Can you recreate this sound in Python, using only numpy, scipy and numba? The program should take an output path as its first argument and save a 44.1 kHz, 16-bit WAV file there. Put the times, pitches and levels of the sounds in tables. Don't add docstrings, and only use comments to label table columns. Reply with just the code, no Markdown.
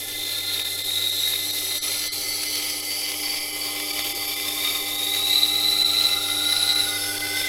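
import sys
import numpy as np
from scipy import signal
from scipy.fft import rfft, irfft, next_fast_len
from scipy.io import wavfile
from scipy.ndimage import uniform_filter1d
from numba import njit

SR = 44100
rng = np.random.default_rng(int(sys.argv[2]) if len(sys.argv) > 2 else 0)


def pcm_store(signal):
    levels = np.round(np.clip(np.atleast_2d(signal), -1, 1) * 32767)
    wavfile.write(sys.argv[1], SR, levels.astype(np.int16).T)


N = 329868

# (time [s], relative hiss level [dB], relative rasp level [dB])
STROKE_LEVELS = [(0, -33, -42), (1.9, -30.5, -39.5), (3.4, -33, -40.5), (4.6, -31, -38), (5.8, -31.5, -39),
                 (6.7, -34, -37.5), (7.48, -33, -38.5)]
# (frequency [Hz], relative spectral density [dB])
HISS_SPECTRUM = [(2500, -31), (4500, -1), (6000, -1.5), (6700, 0.5), (7150, -7.5), (7800, -1.5), (8500, -1),
                 (9500, 0), (10300, 3.5), (11500, 4.5), (12800, 1.5), (14000, -1.5), (15000, -5),
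                 (16000, -26.5)]
RASP_SPECTRUM = [(200, -16.5), (330, -16), (750, -8.5), (1000, -11), (1250, -4.5), (1530, -15), (1850, -7),
                 (2150, 1), (2600, -1.5), (3100, 0), (4300, -1), (5400, -4), (6500, -10), (9000, -11)]
# (time of peak [s], reach either side [s], frequency [Hz], bandwidth [Hz], level [dB])
BLADE_MODES = [ (4.47, 1.93, 1073, 44, -50), (5.36, 3, 1230, 32, -48), (2.3, 1.1, 1270, 62, -52.5),
               (0.9, 2.0, 1403, 27, -53), (0.45, 2.9, 1745, 57, -50), (2.76, 1.25, 2200, 90, -43),
               (4.36, 2, 2305, 74, -40), (5.77, 1, 2670, 60, -44.5), (0.34, 0.95, 3340, 180, -45),
               (3.4, 1.7, 2991, 35, -45), (3.16, 1.7, 3190, 300, -38), (7.4, 0.46, 3420, 280, -40),
               (1.33, 1.78, 4110, 180, -32), (2.33, 0.44, 4490, 64, -33), (3.6, 2.48, 4597, 88, -35),
               (6.88, 1, 4660, 740, -35.5), (3.33, 1.9, 4950, 230, -39), (3.26, 3, 5290, 100, -42.5),
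               (7.18, .55, 5290, 88, -36.5), (6.3, 1.1, 5550, 68, -42), (2.22, 1.37, 5925, 98, -38.5),
               (7.0, .9, 6180, 78, -46), (5, 2.4, 6860, 190, -47.5), (1.77, 1.6, 7760, 220, -43),
               (7.3, .7, 8180, 210, -43.5), (2.24, 1.6, 10330, 170, -38.5), (5.56, 0.93, 10200, 320, -40),
               (6.72, .8, 10820, 750, -32), (3.5, 0.84, 11150, 230, -39.5), (1.35, 0.83, 11600, 1000, -37),
               (4.84, 1.4, 12780, 500, -37.5)]
# (time [s], base frequency [Hz], relative level [dB])
WHINE_SPELLS = [
    [(0, 3620, -36), (.25, 3640, -31), (.82, 3694, -30), (.94, 3780, -23.5), (1.8, 3717, -33),
     (2.15, 3540, -43)],
    [(3.75, 3480, -40.5), (4.25, 3544, -34), (4.85, 3667, -29), (5.3, 3883, -22), (5.65, 3988, -18.5),
     (6.05, 3970, -21.5), (6.3, 3850, -24.5), (6.55, 3957, -21.5), (6.8, 3954, -21.5), (7.15, 3470, -38.5),
     (7.48, 3590, -35)],
]
# (time into the turn [s], relative pressure [dB])
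STONE_RUNOUT = [(.06, -3), (.22, -0.2), (.36, 0.6), (.45, 0), (.57, 4), (.65, 1.5)]
SWING_PER_TURN = [1.1, 0.82, .55, 0.84, 0.73, 1, 1.67, 1.15, 0.99, 0.78, 1.2]
# (time into the turn [s], relative level [dB])
COARSE_SPOTS = [(.216, -8.5), (.356, -5.5), (.384, 0.5), (.549, -3), (.576, -4.5), (.592, -4.5), (.628, -9),
                (.652, -1.5), (.672, -6)]
# (time [s], relative depth [dB])
LEVEL_DIPS = [(.638, -9), (.77, -7), (.833, -11), (1.11, -8), (1.52, -8), (1.803, -27), (2.103, -30),
              (2.817, -9), (3.395, -7), (3.52, -7), (3.925, -8), (4.034, -7), (4.138, -13), (4.267, -7),
              (4.352, -8), (4.972, -9), (5.843, -16), (6.741, -9), (7.19, -7)]
# (frequency [Hz], bandwidth [Hz], relative level [dB])
HOUSING_MODES = [(296.7, 32, -7), (386, 26, -2), (427, 18, -7.5), (502, 62, -4), (596, 40, -8),
                 (803, 116, -4)]
# (time [s], peak level [dB])
HOUSING_KNOCKS = [(4.05, -45), (4.13, -38)]
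# (time [s], level [dB])
HUM_FUNDAMENTAL = [(0.15, -53), (0.71, -49), (3.48, -57), (5.72, -50), (7.35, -47.5)]
# (harmonic number [1], level at 0 dB load [dB], sensitivity to load [dB/dB])
HUM_OVERTONES = [(2, -67.5, 1.2), (3, -46, 0.5), (4, -52, 0.86), (5, -56, 0.38), (6, -55, 0.41),
                 (7, -58, 1.2), (8, -47.5, 1.13), (10, -67, 2.1)]
# (frequency [Hz], relative spectral density [dB])
ROOM_SPECTRUM = [(20, 5.5), (32, -2), (50, -8), (75, -16), (110, -4), (160, -18.5), (250, -9.5), (400, -34)]

TURN_S, SPEED_UP_PER_S = .6843, .0008


def scrape(dip_gain, press_db, hits):
    hiss_db, rasp_db = curves(STROKE_LEVELS)
    hiss = colour(grit(spread_db=2.0), HISS_SPECTRUM)
    hiss *= undb(hiss_db - 1.3 + 0.17 * press_db + 0.93 * walk(60))
    rasp = bench_echo(colour(grit(spread_db=2.5) + undb(-10) * crackle(), RASP_SPECTRUM))
    rasp *= undb(rasp_db + 3.5 + 0.5 * press_db + 1.7 * walk(160) + 0.72 * walk(22))
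    abrasion = hiss + dip_gain ** 0.54 * rasp + scratches(hits) * undb(rasp_db)
    return dip_gain ** 0.72 * steel_ring(abrasion)


def grit(spread_db):
    return unit(rng.standard_normal(N) * undb(spread_db * np.minimum(rng.exponential(size=N), 6)))


def crackle(per_s=28, decay_s=0.0008):
    breaks = (rng.random(N) < per_s / SR) * rng.uniform(0.49, 1, N)
    envelope = signal.lfilter([1], [1, -np.exp(-1 / (decay_s * SR))], breaks)
    return unit(envelope * rng.standard_normal(N))


def scratches(hits, decay_s=0.0036, gain_db=15):
    envelope = bursts_at(hits, lambda age, i: np.exp(-age / decay_s))
    return undb(gain_db) * envelope * colour(rng.standard_normal(N), RASP_SPECTRUM)


def steel_ring(x, t60_s=0.06, ring_db=-10):
    t = np.arange(SR // 5) / SR
    tail = rng.standard_normal(len(t)) * undb(-60 * t / t60_s)
    return x + undb(ring_db) * signal.fftconvolve(x, tail / np.linalg.norm(tail))[:N]


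def bench_echo(x, delay_s=.00293, share=0.27):
    dull = signal.sosfilt(signal.butter(1, 7000, fs=SR, output="sos"), x)
    return unit(x + share * np.interp(clock() - delay_s, clock(), dull, left=0))


def blade_modes(dip_gain, press_db, damped_hz=1500, soft_hz=6500, glide_above_hz=5100, glide_per_s=.035):
    t, out = clock(), np.zeros(N)
    flutter_db = 0.68 * walk(110)
    for peak_s, reach_s, hz, width, db in BLADE_MODES:
        near = np.abs(t - peak_s) < reach_s
        since = t[near] - peak_s
        bite_db = 0.59 * press_db / (1 + (hz / soft_hz) ** 4)
        drive = undb(bite_db + flutter_db + 1.9 * walk(14)) * rng.standard_normal(N)
        glide_hz = glide_per_s * max(hz - glide_above_hz, 0) * since
        ring = resonate(drive[near], hz + glide_hz, width, skirt=2.25)
        coupling = np.cos(np.pi / 2 * since / reach_s)
        dips = dip_gain[near] ** min(width / damped_hz, 1)
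        out[near] += undb(db) * coupling * dips * ring
    return out


def blade_notes(dip_gain, ring_hz=2052.6, rise_hz=1250, tip_s=7.44):
    t = clock()
    near_tip = np.exp((t - tip_s) / 1.7)
    flare = np.exp((t - tip_s) / 0.15)
    ring = resonate(dip_gain * rng.standard_normal(N), ring_hz, 6.9, skirt=11.0)
    rise = resonate(dip_gain * rng.standard_normal(N), rise_hz + 282 * near_tip, 35, skirt=4.1)
    ring_gain = undb(-41.7 + 6 * near_tip + 7.5 * flare)
    rise_gain = undb(-38) * np.clip((t - 5.22) / 1.32, 0, 1)
    return ring_gain * saturate(ring, size=11000) + rise_gain * saturate(rise, size=9000)


def whine(dip_gain, hz, chatter_hz=58.6, chatter_db=2.0):
    phase = 2 * np.pi * np.cumsum(chatter_hz * (1 + 0.099 * walk(53))) / SR
    bursts = dip_gain * undb(chatter_db * np.sin(phase) + walk(170) + 1.9 * walk(30))
    main = resonate(bursts * rng.standard_normal(N), hz, 85, skirt=6.6)
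    lower = resonate(bursts * rng.standard_normal(N), hz * .945, 78)
    octave = resonate(bursts * rng.standard_normal(N), 2 * hz, 210)
    return saturate(main + undb(-12) * lower + undb(-20) * octave, size=3000) * undb(-1.5)


def whine_course(press_db, fade_s=.22, hz_per_db=9.5, press_share=0.68):
    t = clock()
    hz, db = curves([row for spell in WHINE_SPELLS for row in spell])
    fade = np.zeros(N)
    for spell in WHINE_SPELLS:
        inside_s = np.minimum(t - spell[0][0], spell[-1][0] - t)
        fade += np.clip(1 + inside_s / fade_s, 0, 1)
    return hz + hz_per_db * press_db, fade * undb(db + press_share * press_db)


def snags(hits, hz, swell_s=0.0028, peak_s=0.0044, gain_db=10):
    def swell(age, i):
        return np.exp(-np.square((age - peak_s) / swell_s)) * np.sin(2 * np.pi * hz[i] * age)
    return undb(gain_db) * bursts_at(hits, swell)


def saturate(x, size):
    return x / np.sqrt(uniform_filter1d(x ** 2, size=size) + 1e-6)


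def pressure():
    t = clock()
    s, db = np.transpose(STONE_RUNOUT)
    turned_s = t + SPEED_UP_PER_S * t ** 2 / 2
    high_side_s = s[np.argmax(db)] + TURN_S * np.arange(len(SWING_PER_TURN))
    swing = np.interp(turned_s, high_side_s, SWING_PER_TURN)
    return swing * np.interp(turned_s, s, db, period=TURN_S)


def spot_hits():
    turns = range(int(N / SR / TURN_S) + 1)
    hits = np.array([(turn * TURN_S + s, db) for turn in turns for s, db in COARSE_SPOTS])
    s, db = hits[hits[:, 0] < N / SR].T
    scatter_db = rng.uniform(-2.75, 2.5, len(s))
    return list(zip(s - SPEED_UP_PER_S * s ** 2 / 2, db + scatter_db))


def level_dips(half_width_s=.004, widen_s_per_db=.00045):
    t = clock()
    dips_db = sum(db * np.exp(-((t - s) / (half_width_s - widen_s_per_db * db)) ** 4)
                  for s, db in LEVEL_DIPS)
    return undb(dips_db)


def housing_rumble(dip_gain, level_db=-46):
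    modes = sum(undb(db) * resonate(rng.standard_normal(N), hz, width) for hz, width, db in HOUSING_MODES)
    return dip_gain * unit(modes) * undb(level_db)


def housing_knocks(hz=350, rise_s=0.01):
    out = np.zeros(N)
    for s, db in HOUSING_KNOCKS:
        age = np.maximum(clock() - s, 0)
        envelope = age / rise_s * np.exp(1 - age / rise_s)
        out += undb(db) * envelope * np.sin(2 * np.pi * hz * age)
    return out


def motor(hum_hz=99.95, load_mid_s=2.52, load_rise_s=0.77):
    t = clock()
    fundamental_db, = curves(HUM_FUNDAMENTAL)
    load_db = -14 + 17 / (1 + np.exp((load_mid_s - t) / load_rise_s))
    phase = 2 * np.pi * hum_hz * t
    out = undb(fundamental_db + 0.7 * walk(12)) * np.sin(phase)
    for harmonic, db, sensitivity in HUM_OVERTONES:
        gain = undb(db + sensitivity * load_db + 1.2 * walk(7))
        out += gain * np.sin(harmonic * phase + rng.uniform(0, 2 * np.pi))
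    return np.sqrt(2) * out


def room(level_db=-55):
    return colour(rng.standard_normal(N), ROOM_SPECTRUM) * undb(level_db + 1.9 * walk(7))


def resonate(x, hz, width, skirt=2.2):
    hz = np.clip(hz + np.zeros(len(x)), 20, .45 * SR)
    return unit(band_pass(band_pass(x, hz, float(width)), hz, float(skirt * width)))


@njit
def band_pass(x, hz, width):
    y, band, low = np.empty(len(x)), 0., 0.
    for i in range(len(x)):
        step, damping = np.tan(np.pi * hz[i] / SR), width / hz[i]
        velocity = (band + step * (x[i] - low)) / (1 + step * (step + damping))
        band, low = 2 * velocity - band, low + 2 * step * velocity
        y[i] = damping * velocity
    return y


def colour(x, points):
    hz, db = np.transpose(points)
    size = next_fast_len(N)
    bins_hz = np.maximum(np.fft.rfftfreq(size, 1 / SR), 1)
    gain = undb(np.interp(np.log(bins_hz), np.log(hz), db))
    return unit(irfft(rfft(x, size) * gain, size)[:N])


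def bursts_at(hits, shape, size=1300):
    out, age = np.zeros(N + size), np.arange(size) / SR
    for s, db in hits:
        i = int(np.clip(s * SR, 0, N - 1))
        out[i:i + size] += undb(db) * shape(age, i)
    return out[:N]


def walk(rate):
    steps = np.random.default_rng(rng.integers(1 << 30)).standard_normal(int(rate * N / SR) + 3)
    return unit(np.interp(clock() * rate, np.arange(len(steps)), steps))


def curves(table):
    s, *columns = np.transpose(table)
    return [np.interp(clock(), s, column) for column in columns]


def undb(db):
    return 10 ** (np.asarray(db) / 20)


def unit(x):
    return x / np.sqrt(np.mean(x ** 2))


def clock():
    return np.arange(N) / SR


def scene():
    press_db, hits, dip_gain = pressure(), spot_hits(), level_dips()
    shallow_dips = dip_gain ** 0.24
    whine_hz, whine_gain = whine_course(press_db)
    knife = scrape(dip_gain, press_db, hits) + blade_modes(dip_gain, press_db) + blade_notes(shallow_dips)
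    squeal = whine_gain * (whine(shallow_dips, whine_hz) + snags(hits, whine_hz))
    grinder = shallow_dips * motor() + housing_rumble(dip_gain) + housing_knocks()
    mono = knife + squeal + grinder + room()
    return np.array([mono, mono])


def record(dry, cutoff_hz=15900):
    return signal.sosfilt(signal.ellip(12, .1, 90, cutoff_hz, fs=SR, output="sos"), dry)


dry = scene()
out = record(dry)
pcm_store(out)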